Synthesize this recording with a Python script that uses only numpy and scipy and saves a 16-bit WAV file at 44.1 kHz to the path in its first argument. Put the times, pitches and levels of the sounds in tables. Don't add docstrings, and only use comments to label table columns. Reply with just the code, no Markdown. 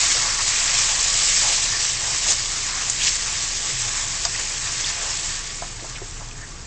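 import sys
import numpy as np
from scipy import signal
from scipy.fft import rfft, irfft
from scipy.io import wavfile
from scipy.ndimage import uniform_filter1d

SR = 44100
rng = np.random.default_rng(int(sys.argv[2]) if len(sys.argv) > 2 else 0)


def bounce(signal):
    frames = np.transpose(np.atleast_2d(signal))
    limited = np.clip(frames, -1, 1)
    pcm = np.round(limited * 32767).astype(np.int16)
    wavfile.write(sys.argv[1], SR, pcm)


def convert_level_to_amplitude(level_db):
    exponent = np.asarray(level_db, float) / 20
    return 10 ** exponent


N = 293787

# lower edge in Hz, upper edge in Hz.
FRYING_BANDS = [
    (6000, 9000),
    (3800, 6000),
    (1600, 3800),
    (500, 1500),
]
# frequency in Hz, density in dB per Hz.
FRYING_SPECTRUM = [(150, -44), (260, -15), (520, -14), (900, -11), (1450, -9), (1700, -6.5), (3300, -5.5),
                   (4200, -4), (5000, -1), (6200, -4), (7500, -4), (8200, -7.5), (9200, -16)]
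# frequency in Hz, width in Hz, gain in dB.
PAN_MODES = [(540, 32, 3.5), (687, 16, 9), (850, 19, 6), (1033, 81, 4), (1137, 19, 9), (1210, 20, 0.5),
             (1480, 250, -1.5), (1650, 48, 3), (1787, 14, 7.5), (1900, 23, 5.5), (2178, 15, 7),
             (2450, 17, 5), (6870, 91, 0)]
# start in seconds, length in seconds, rms level in dB,
# centre in Hz, width in Hz.
STEAM_FLARES = [(0.136, 0.054, -38, 590, 400), (0.375, 0.054, -33, 1150, 400),
                (0.384, 0.026, -27.5, 1900, 300), (1.706, 0.091, -36.5, 1750, 250),
                (2.126, 0.024, -50, 2220, 200), (2.263, 0.01, -32, 850, 300),
                (2.268, 0.083, -20, 6060, 3530), (2.298, 0.022, -19.5, 6650, 1500),
                (2.897, .01, -16, 7260, 1900), (2.994, 0.05, -27.5, 2960, 1500),
                (3.022, 0.044, -23, 5556, 3780), (3.066, 0.022, -23.5, 2730, 1600),
                (3.061, 0.03, -22.5, 5270, 3000), (3.08, 0.022, -24, 4700, 2000),
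                (4.342, 0.0201, -31.5, 1930, 560), (4.838, 0.02, -27, 3430, 300),
                (4.85, .06, -30, 4760, 2500), (5.785, 0.02, -46, 1900, 900),
                (5.944, 0.036, -37.5, 2500, 1100), (5.972, 0.019, -37.5, 1720, 500),
                (6.307, 0.017, -44, 2720, 800), (6.35, .015, -51, 1740, 200),
                (6.38, 0.0152, -46, 1650, 200), (6.394, 0.074, -44, 1720, 400)]
# start in seconds, peak level in dB, pitch in Hz.
OIL_SPITS = [(0.4953, -10, 7050), (0.7407, -7, 7210), (0.9931, -9, 7400), (1.0266, -4, 7870),
             (1.5424, -8, 7580), (1.5514, -8, 6640), (1.6192, -8, 6210), (1.7669, -10, 7220),
             (1.8647, -8, 7720), (2.8985, 1, 7300), (3.0325, -9, 6500), (3.0484, -8, 5150),
             (3.0865, -9, 7300), (3.0744, -7, 4480), (4.2224, -11, 7090), (4.2465, -14, 5200),
             (4.3979, -11, 6910), (4.4523, -14, 7300), (4.6414, -13, 6840), (5.024, -11, 7680),
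             (5.5209, -20, 6500), (5.5737, -17, 7230), (5.8501, -20, 7220), (5.8765, -20, 6990),
             (5.8975, -17, 6750), (6.1105, -22, 6620), (6.1978, -21, 5480), (6.2871, -22, 5480),
             (6.3789, -23, 7010), (6.5545, -26, 6360)]
# start in seconds, peak level in dB, lowest ring in Hz, T60 in seconds,
# bright crack level in dB.
SPATULA_KNOCKS = [(.887, -27, 1140, .05, -40), (2.107, -27, 1000, .05, -40), (2.69, -30, 1020, .05, -45),
                  (4.2505, -17.5, 690, .08, -7.5), (5.585, -33, 1330, .04, -45),
                  (5.6224, -11, 730, .026, -34), (5.6325, -27, 700, .025, -45),
                  (5.6375, -28, 720, .08, -45), (5.825, -23, 320, .05, -55), (5.843, -24, 660, .06, -45),
                  (5.948, -33, 550, .03, -45), (6.0175, -20, 395, .055, -55), (6.199, -30, 700, .025, -45),
                  (6.208, -27, 900, .03, -45), (6.217, -22, 600, .02, -45), (6.228, -26, 850, .025, -45)]
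# ratio to the lowest ring, level in dB.
BLADE_PARTIALS = [(1, -2), (1.12, -3), (1.38, -1), (1.55, -4), (1.75, -3), (2.05, -5), (2.5, -9)]
# frequency in Hz, level in dB, T60 in seconds.
CRACK_MODES = [(1150, -10, .025), (1550, -12, .02), (2000, -11, .025), (2900, -9, .02), (3700, -8, .02),
               (4630, -5, .04), (4950, 0, .04), (5550, -4, .03), (6190, -4, .03), (6490, -2, .025),
               (6950, -1, .025), (7600, -6, .03)]
# frequency in Hz, density in dB per Hz.
ROOM_SPECTRUM = [(8.8, -30), (15, -1.5), (46, 2.5), (76, -2), (140, -3), (210, -12), (481, -14),
                 (595, -21.5), (963, -18), (1040, -23), (1150, -16.5), (1340, -18), (1500, -17),
                 (1950, -44.5), (3300, -120)]
# time in seconds, pitch in Hz, level in dB.
PAN_GROAN = [
    (3.66, 142, -60),
    (3.72, 138, -41),
    (3.8, 124, -35),
    (3.87, 116, -37),
    (3.92, 112, -60),
]
# frequency in Hz, gain in dB.
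MIC_RESPONSE = [(7600, 1), (8100, -0.5), (8550, -9.5), (8850, -18), (9150, -41.5), (9300, -88.5)]
# time in seconds, level in dB.
SIZZLE_LEVEL = [(0, -18.5), (.1, -18), (.32, -19.5), (.6, -23.5), (.78, -19), (.93, -22), (1.15, -19.5),
                (1.5, -18.5), (1.68, -22.5), (1.87, -21.5), (2.0, -25.5), (2.2, -23.5), (2.72, -25.5),
                (2.95, -24.5), (4.3, -27.5), (5.2, -25.5), (5.6, -34.5), (6.66, -42.5)]
# level in dB when the sizzle is at -25 dB, share of its change (a ratio).
FRYING_LAYERS = [
    (-25.5, 0.99),
    (-29.5, 1.01),
    (-32, 0.91),
    (-42.5, 0.52),
]
# middle in seconds, length in seconds, ring in Hz, ring lift in dB,
# lift in dB of the seething, turned-over sauce.
SPATULA_STROKES = [(0.057, 0.37, 1250, 5, -0.5), (0.284, 0.35, 1190, 6.5, -3.5), (0.572, 0.34, 1308, 4, 3),
                   (0.794, 0.79, 850, 6, 1.5), (1.107, 0.4, 1000, 2.5, 0.5), (1.294, 0.3, 1000, 1, 1),
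                   (1.49, .25, 750, 8, 0), (1.75, 0.34, 1050, 3.5, 0), (2.067, 0.32, 804, 7.5, 1.5),
                   (2.3, .15, 650, 12, 4), (2.54, 0.28, 1030, 3, -0.8), (2.76, 0.25, 1210, 8, -1.5),
                   (2.864, 0.17, 1000, 3.5, 1), (3.064, 0.19, 793, 0.5, 3.5), (3.284, 0.27, 1158, 5, 0.5),
                   (3.443, 0.099, 1100, 1, 2.5), (3.771, 0.26, 1400, 0.5, 3), (3.965, 0.41, 1070, 4.5, 3),
                   (4.4, 0.26, 1400, 3, 1.5), (4.672, 0.185, 1360, 5, 1), (4.95, 0.46, 1550, 4.5, -1),
                   (5.03, 0.2, 650, 7, -0.5), (5.366, 0.33, 1400, 2.5, 0.5), (5.6, 0.2, 1350, -1, 1.2)]


def evened(x):
    return x / np.sqrt(np.mean(x ** 2) + 1e-20)


def read(points, hz):
    f, value = np.transpose(points)
    return np.interp(np.log(hz + 1), np.log(f + 1), value)


def spectrum_filter(x, points):
    return irfft(rfft(x) * convert_level_to_amplitude(read(points, np.fft.rfftfreq(N, 1 / SR))), N)


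def add(mix, s, sound):
    part = mix[round(s * SR):][:len(sound)]
    part += sound[:len(part)]


def resonate(x, hz, width):
    turn = np.exp(2j * np.pi * np.cumsum(hz * np.ones(len(x))) / SR)
    r = np.exp(-np.pi * width / SR)
    return 2 * (turn * signal.lfilter([1 - r], [1, -r], x / turn)).real


def bubbles(per_s, spread_db, cycles):
    out = np.zeros(N)
    for hz in np.geomspace(400, 9000, 36):
        t = np.arange(int(6 * cycles / hz * SR)) / SR * hz
        envelope = np.exp(-t / cycles) * (1 - np.exp(-t / 0.56))
        pop = envelope * np.sin(2 * np.pi * t * (1 + 0.01043 * t))
        chance, size = rng.random(N), rng.exponential(1, N)
        strength = convert_level_to_amplitude(spread_db * np.sqrt(hz / 9000) * np.minimum(size, 4))
        train = (chance < per_s / SR) * strength
        out += evened(signal.oaconvolve(train, pop)[:N]) * np.sqrt(hz / 4000)
    return evened(out)


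def crackle(per_s, spread_db):
    chance, size, sign = rng.random(N), rng.exponential(1, N), rng.choice([-1., 1.], N)
    scatter = 0.31 * rng.standard_normal(200) * np.exp(-np.arange(200) / 60)
    scatter[0] = 1
    clicks = (chance < per_s / SR) * sign * convert_level_to_amplitude(spread_db * np.minimum(size, 4))
    return evened(signal.oaconvolve(clicks, scatter)[:N])


def swells(t):
    s, length = np.transpose(SPATULA_STROKES)[:2]
    return np.cos(np.pi * np.clip((t[:, None] - s) / length, -.5, .5)) ** 2


def layer_levels(t):
    sizzle = np.interp(t, *np.transpose(SIZZLE_LEVEL)) + 25
    lift = swells(t) @ np.transpose(SPATULA_STROKES)[4]
    stirring = [0.88, 0.42, 1, 0]
    return [db + share * sizzle + stir * lift for (db, share), stir in zip(FRYING_LAYERS, stirring)]


def stroke_ring(t, hz):
    ring_hz, ring_db = np.transpose(SPATULA_STROKES)[2:4]
    ring_octaves = 0.56
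    distance = np.log2((hz[:, None] + 1) / ring_hz) / ring_octaves
    return ring_db * np.exp(-.5 * distance ** 2) @ swells(t).T


def frying():
    fizz = bubbles(per_s=150, spread_db=4.0, cycles=7.0)
    source = 0.79 * fizz + 0.74 * crackle(per_s=500, spread_db=2.0) + 1.67 * rng.standard_normal(N)
    hz, t, z = signal.stft(source, SR, nperseg=512, noverlap=384)
    mean_power = uniform_filter1d(np.mean(abs(z) ** 2, axis=1), size=5)
    z = z / np.sqrt(mean_power)[:, None]

    colour = read(FRYING_SPECTRUM, hz)
    band_db = [10 * np.log10(np.sum(convert_level_to_amplitude(2 * colour[(hz > lo) & (hz < hi)]))) for lo, hi in FRYING_BANDS]
    centres = [7000, 4900, 2500, 1000]  # Hz, one for each layer
    weights = np.array([read(sorted(zip(centres, row)), hz) for row in np.eye(len(centres))])
    drive = np.array([level - own for level, own in zip(layer_levels(t), band_db)])

    chance = rng.standard_normal((len(t), len(hz))).T
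    patches = evened(uniform_filter1d(uniform_filter1d(chance, size=6, axis=0), size=16, axis=1))
    gusts = evened(uniform_filter1d(rng.standard_normal(len(t)), size=8))
    field_db = colour[:, None] + weights.T @ drive + stroke_ring(t, hz) + 1.0 * patches + 0.71 * gusts
    fry = signal.istft(z * convert_level_to_amplitude(field_db - 3.5), SR, nperseg=512, noverlap=384)[1][:N]

    fine_hz = np.fft.rfftfreq(N, 1 / SR)
    pan_db = sum(db / (1 + (2 * (fine_hz - f) / w) ** 2) for f, w, db in PAN_MODES)
    return irfft(rfft(fry) * convert_level_to_amplitude(pan_db), N)


def kitchen():
    t = np.arange(N) / SR
    a, b, c, *slow = rng.standard_normal((5, N))
    wobble_hz = 4
    throb_wobble, drone_wobble = (evened(resonate(resonate(v, 0, wobble_hz), 0, wobble_hz)) for v in slow)
    wander = evened(resonate(resonate(a, 0, 3.0), 0, 3.0))
    throb = np.sqrt(2) * np.sin(2 * np.pi * (28.9 * t + .08 * wander))
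    drone = evened(resonate(resonate(b, 111.7, 33), 111.7, 33))
    air = evened(spectrum_filter(c, ROOM_SPECTRUM))
    groan_s, hz, db = np.transpose(PAN_GROAN)
    groan_phase = 2 * np.pi * np.cumsum(np.interp(t, groan_s, hz)) / SR
    groan = convert_level_to_amplitude(np.interp(t, groan_s, db, -120, -120)) * np.sin(groan_phase)
    fan = convert_level_to_amplitude(-42 + 1.5 * throb_wobble) * throb + convert_level_to_amplitude(-49 + 1.5 * drone_wobble) * drone
    return fan + convert_level_to_amplitude(-42.5) * air + groan


def flares():
    out = np.zeros(N)
    for s, length, db, hz, width in STEAM_FLARES:
        a, b = rng.standard_normal((2, SR // 4))[:, :int(length * SR)]
        sputter = a * convert_level_to_amplitude(3.0 * evened(uniform_filter1d(b, size=90)))
        jet = evened(resonate(resonate(sputter, hz, width), hz, width))
        add(out, s, convert_level_to_amplitude(db) * jet * signal.windows.tukey(len(a), .7))
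    return out


def spits():
    out = np.zeros(N)
    decay = convert_level_to_amplitude(-60 * np.arange(SR // 8) / SR / .016)
    for s, db, hz in OIL_SPITS:
        noise = resonate(resonate(rng.standard_normal(SR // 8), hz, 3000), hz, 3000)
        burst = noise * decay
        add(out, s, convert_level_to_amplitude(db - 6) * burst / abs(burst).max())
    return out


def ring(hz, db, t60, phase=0):
    t = np.arange(SR // 8) / SR
    return convert_level_to_amplitude(db - 60 * t / t60) * np.sin(2 * np.pi * hz * t + phase)


def knocks():
    out, t = np.zeros(N), np.arange(SR // 8) / SR
    for s, db, hz, t60, crack_db in SPATULA_KNOCKS:
        phases = rng.random(len(CRACK_MODES)) * 2 * np.pi
        body = sum(ring(hz * ratio, db + d - 6, t60 / ratio) for ratio, d in BLADE_PARTIALS)
        crack = sum(ring(f, crack_db + d - 7, decay, p) for (f, d, decay), p in zip(CRACK_MODES, phases))
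        crack = crack * (1 + .35 * rng.standard_normal(len(crack)))
        crack_rise, body_rise = 1 - np.exp(-t / .0008), 1 - np.exp(-t * hz / .8)
        add(out, s, crack * crack_rise - body * body_rise)
    return out


def scene():
    hits = knocks() + spits()
    scatter_db, scatter_t60 = -36, .13
    echo = rng.standard_normal(SR // 8) * convert_level_to_amplitude(scatter_db - 60 * np.arange(SR // 8) / SR / scatter_t60)
    echo[[0, 128, 255, 410, 700]] = [1, .2, .15, -.12, .1]
    return (frying() + flares() + signal.oaconvolve(hits, echo)[:N] + kitchen())[None]


def band_limit(x):
    return signal.sosfilt(signal.butter(12, 9210, fs=SR, output="sos"), x)


def record(dry):
    heard = spectrum_filter(dry, MIC_RESPONSE)
    return band_limit(heard - .0013)


dry = scene()
out = record(dry)
bounce(out)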